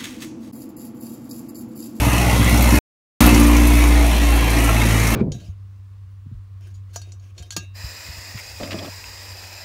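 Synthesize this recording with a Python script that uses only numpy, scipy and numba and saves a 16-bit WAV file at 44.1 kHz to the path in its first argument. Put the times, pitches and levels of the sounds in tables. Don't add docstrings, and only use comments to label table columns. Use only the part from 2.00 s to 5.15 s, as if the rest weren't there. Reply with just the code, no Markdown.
import sys
import numpy as np
from scipy import signal
from scipy.io import wavfile
from scipy.ndimage import uniform_filter1d
from numba import njit

SR = 44100
rng = np.random.default_rng(int(sys.argv[2]) if len(sys.argv) > 2 else 0)


def transcribe(u):
    v = np.clip(np.atleast_2d(u).T, -1, 1)
    q = np.round(v * 32767).astype(np.int16)
    wavfile.write(sys.argv[1], SR, q)


def elevation(decibels):
    levels = np.asarray(decibels, float)
    return 10 ** (levels / 20)


N = 138915

# start_s, rate_hz
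FIRING_RATE = [(0, 61), (.26, 60.7), (.79, 61.1), (1.2, 58.6), (1.45, 58.45), (1.75, 58.75), (1.95, 58.5),
               (2.2, 57.6), (2.38, 57.3), (2.5, 56.2), (2.64, 56.4), (2.9, 55.5), (3.15, 55.9)]
CYLINDER_SURPLUS = [1, .15, -1, -.2, .8, -.1, -.8, .15]
PIPE_DELAYS = [0, .0011, .0004, -.0008, .0003, -.0004, .0009, -.0011]
# pitch_hz, width_hz, level_db
GARAGE_WAVES = [(108, 14, 0), (122, 16, -6), (165, 34, -7)]
# pitch_hz, width_hz, level_db
PIPE_RINGS = [(291.6, 15, 4), (361.5, 12, -5), (420, 100, -23.5)]
# pitch_hz, width_hz, level_db
LOW_RING = [(237.7, 28, 0)]
# pitch_hz, width_hz, level_db
RASP_RINGS = [(960, 160, -1), (1260, 290, -3.5)]
# start_s, low_ring_level_db, firing_scatter (0-1)
TAILPIPES = [
    (0, -45, .3),
    (.5, -27, 0.4),
    (.79, -18.5, 0.4),
    (1.2, -15, 0.42),
    (1.4, -18, .05),
    (1.65, -23.5, 0.1),
    (2, -37, .03),
    (2.2, -35.5, .4),
    (2.6, -29.5, 0.8),
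    (3.15, -22, 0.8),
]
# start_s, boom_level_db, garage_level_db, pipe_level_db,
# clatter_level_db, brightness_db, lumpiness (0-1)
PHONE_WALK = [(0, -17, -16.5, -17, -23, 3, 1), (.2, -18.5, -18, -27, -21.5, 2, 0.5),
              (.45, -15.5, -19, -25, -21.5, 2, .8), (.66, -11.5, -23, -25.5, -21, 3, 0.9),
              (.79, -13, -18.5, -16, -19.5, 3, 0.7), (1.205, -21, -16, -19, -15.5, 4, .5),
              (1.24, -7.5, -22.5, -19, -17.5, 3.5, .4), (1.299, -12, -19.5, -13, -19, 2, 0.8),
              (1.5, -10, -29.5, -18, -22.5, 2.5, 0.1), (1.75, -10, -25, -22, -23, 3, 0.1),
              (2, -9.5, -28.5, -23.5, -23, 1.5, .15), (2.14, -14, -29, -29, -23, 1.5, 0.7),
              (2.332, -10.5, -26, -26, -24, 2, .4), (2.461, -15.5, -22, -28, -23, 0.5, 0.4),
              (2.65, -13.5, -24, -24.5, -23.5, 2, 0), (2.852, -16, -19.5, -26.5, -22.5, 1.5, 0),
              (3.15, -17.5, -23, -22, -23, 2.5, 0.2)]
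# pitch_hz, level_db (per Hz)
BAY_COLOUR = [(210, -30), (350, -5.5), (404, 2), (928, 2), (1520, -12), (2030, -5), (4970, -21),
              (11400, -21.5), (16000, -33.5)]
# pitch_hz, width_hz, level_db (over the colour)
BAY_RINGS = [(642, 150, 4.5), (950, 31, 2.5), (1550, 110, -7), (2030, 800, 3), (2624, 190, 4.5),
             (4975, 370, -9), (5730, 2400, 4), (7890, 950, -4), (9600, 1300, 2.5), (10300, 880, -5),
             (11400, 500, 5)]
# start_s, level_db (peak), pitch_hz (centre)
VALVE_TICKS = [(0.4423, -21.5, 7420), (0.4915, -17, 11560), (0.5728, -19, 5920), (0.621, -14.5, 12900),
               (0.7024, -18, 5920), (0.7534, -16, 12070), (1.2052, -15, 11700), (1.261, -10, 11800),
               (1.3452, -14, 6200), (1.3966, -14, 10400), (1.4305, -18.5, 6440), (1.4679, -17.5, 9010),
               (1.5653, -15.5, 5900), (1.6025, -27, 11200), (1.6696, -16, 11400), (1.838, -23, 6500),
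               (1.8751, -21.5, 9430), (2.026, -27, 6400), (2.0622, -21.5, 9600), (2.152, -26, 5830),
               (2.36, -22, 9600), (2.5015, -20, 9800), (2.6418, -18, 9640), (2.8572, -21, 9500),
               (2.9662, -23.5, 5770), (2.9992, -20.5, 6350), (3.0719, -19, 5730)]

STRENGTH_SCATTER, TIMING_JITTER, BOOM_LAG_TURNS = .25, .007, .1
NODE_S, NODE_WIDTH_S = 2.22, .08
RUMBLE_DB, RASP_DB, GARAGE_WAVER_DB = -27.5, -12.5, 2
PUFF_DEPTH_DB, PUFF_DECAY_TURNS, FLICKER_DB, SWELL_DB = 5.5, .55, 1.3, 0.48
TICK_T60_S, TICK_DB, TICK_WIDTH, TICK_ATTACK_S = 0.076, -4.5, 0.13, .002
ECHO_T60_S, ECHO_DB, ECHO_WIDTH_HZ, STEP_S = .08, -7, 3000, .085
DROPOUT_S, RETURN_S = .788, 1.2052


def exhaust(turns):
    t = np.arange(N) / SR
    pipes = np.array(TAILPIPES)
    low_db = np.interp(t, pipes[:, 0], pipes[:, 1])
    loose = np.interp(t, pipes[:, 0], pipes[:, 2])
    pulses = firing_pulses(turns)
    rough = pulses * (1 + np.clip(loose, 0, .7) * np.clip(rng.standard_normal(N), -1.5, 1.5))

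    boom = np.sqrt(2) * np.cos(2 * np.pi * (turns - BOOM_LAG_TURNS)) * elevation(control(column=1))
    turbulence = rumble()
    gas = rng.standard_normal(N) * np.exp(-(turns % 1) / PUFF_DECAY_TURNS)
    rasp = level(ring(gas, RASP_RINGS, 1), low_db + RASP_DB)
    side = np.tanh((t - NODE_S) / NODE_WIDTH_S)
    garage_db = control(column=2) + GARAGE_WAVER_DB * wander(10)
    garage = side * level(ring(pulses, GARAGE_WAVES, 0.88), garage_db)
    pipe = level(ring(rough, PIPE_RINGS, -0.79), control(column=3))
    low = level(ring(rough, LOW_RING, -1), low_db)
    return boom + rasp + garage + pipe + low + turbulence


def firing_pulses(turns):
    starts = np.flatnonzero(np.diff(np.floor(turns)) > 0)
    cylinder = turns[starts + 1].astype(int) % 8
    chance = rng.standard_normal((400, 2))[:len(starts)].T
    lump = np.clip(control(column=6)[starts], 0, 1)
    strength = 1 + lump * (np.array(CYLINDER_SURPLUS)[cylinder] + STRENGTH_SCATTER * chance[0])
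    jitter = TIMING_JITTER * (1 + 2 * lump) * chance[1] * SR / 58
    delay = lump * np.array(PIPE_DELAYS)[cylinder] * SR
    pulses = np.zeros(N)
    pulses[np.clip(starts + (jitter + delay).astype(int), 0, N - 1)] = strength
    return pulses


def rumble():
    noise = svf(svf(rng.standard_normal(N), 160.0, 300.), 200.0, 400.)
    return level(noise, RUMBLE_DB + control(column=4) + 23)


def clatter(turns):
    puff_size = elevation(1.5 * rng.standard_normal(400))
    puff = puff_size[turns.astype(int)] * np.exp(-(turns % 1) / PUFF_DECAY_TURNS)
    colour = np.array(BAY_COLOUR)
    swell, bright = wander(5.71), control(column=5)
    out = 0
    for hz in 400 * 2 ** np.arange(0, 5.4, 1 / 3):
        db = np.interp(np.log(hz), np.log(colour[:, 0]), colour[:, 1]) + 10 * np.log10(hz)
        db = db + SWELL_DB * swell + FLICKER_DB * wander(17) + PUFF_DEPTH_DB * puff
        db = db + bright * np.clip(np.log2(hz / 3000), 0, 2.4)
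        out = out + elevation(db) * svf(rng.standard_normal(N), hz, hz / 4)
    for hz, width, db in BAY_RINGS:
        out = out + (elevation(db) - 1) * svf(out, float(hz), float(width))
    return out


def ticks():
    out, t = np.zeros(N + 4000), np.arange(4000) / SR
    noise = rng.standard_normal((40, 4000))
    fade = np.minimum(t / TICK_ATTACK_S, 1) * np.exp(-np.log(1000) * t / TICK_T60_S)
    for k, (start_s, db, hz) in enumerate(VALVE_TICKS):
        snap = svf(noise[k], float(hz), TICK_WIDTH * hz) + 0.24 * noise[k]
        start = int(start_s * SR)
        out[start:start + 4000] += level(snap, db + TICK_DB) * fade
    return out[:N]


def walls(x):
    out, t, hop = np.zeros(N + 8000), np.arange(4000) / SR, int(STEP_S * SR)
    noise = rng.standard_normal((60, 4000))
    decay = np.exp(-np.log(1000) * t / ECHO_T60_S)
    width = float(ECHO_WIDTH_HZ)
    for k in range(min(N // hop + 2, 60)):
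        a, b = max((k - 1) * hop, 0), min((k + 1) * hop, N)
        fade = np.cos(np.pi / 2 * (np.arange(a, b) / hop - k))
        echo = decay * svf(svf(noise[k], 1400., width), 1400., width)
        out[a:b + 3999] += signal.fftconvolve(x[a:b] * fade, echo / np.sqrt(np.sum(echo ** 2)))
    return x + elevation(ECHO_DB) * out[:N]


def level(x, db):
    return x * elevation(db) / np.sqrt(np.mean(x ** 2))


@njit
def svf(x, hz, width):
    y, band, low = np.empty(len(x)), 0., 0.
    g, k = np.tan(np.pi * hz / SR), width / hz
    for i in range(len(x)):
        v = (band + g * (x[i] - low)) / (1 + g * (g + k))
        band = 2 * v - band
        low = low + 2 * g * v
        y[i] = k * v
    return y


def ring(x, table, sign):
    out = 0
    for k, (hz, width, db) in enumerate(table):
        once = svf(x, float(hz), 1.8 * width)
        out = out + sign ** k * elevation(db) * svf(once, float(hz), 1.8 * width)
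    return out


def wander(rate):
    k = int(SR / rate)
    held = np.repeat(rng.standard_normal(N // k + 1), k)
    return uniform_filter1d(uniform_filter1d(held, k), k)[:N]


def control(column):
    rows = np.array(PHONE_WALK)
    return np.interp(np.arange(N) / SR, rows[:, 0], rows[:, column])


def scene():
    t, firing = np.arange(N) / SR, np.array(FIRING_RATE)
    turns = np.cumsum(np.interp(t, firing[:, 0], firing[:, 1])) / SR
    pipes = exhaust(turns)
    bay = level(walls(clatter(turns)), control(column=4))
    return (pipes + bay + ticks())[None]


def low_pass(x):
    return signal.sosfilt(signal.butter(12, 16110, fs=SR, output="sos"), x)


def record(dry):
    t = np.arange(N) / SR
    low_cut = signal.butter(1, 30, "high", fs=SR, output="sos")
    x = signal.sosfilt(low_cut, dry)
    before = np.tanh(0.81 * x) / 0.82 * (t < DROPOUT_S)
    after = np.tanh(0.82 * x) / 0.74 * (t > RETURN_S)
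    x = signal.sosfilt(low_cut, after) + before
    mix = signal.sosfilt(signal.ellip(12, .2, 90, 15680, fs=SR, output="sos"), x)
    return low_pass(mix)


dry = scene()
out = record(dry)
transcribe(out)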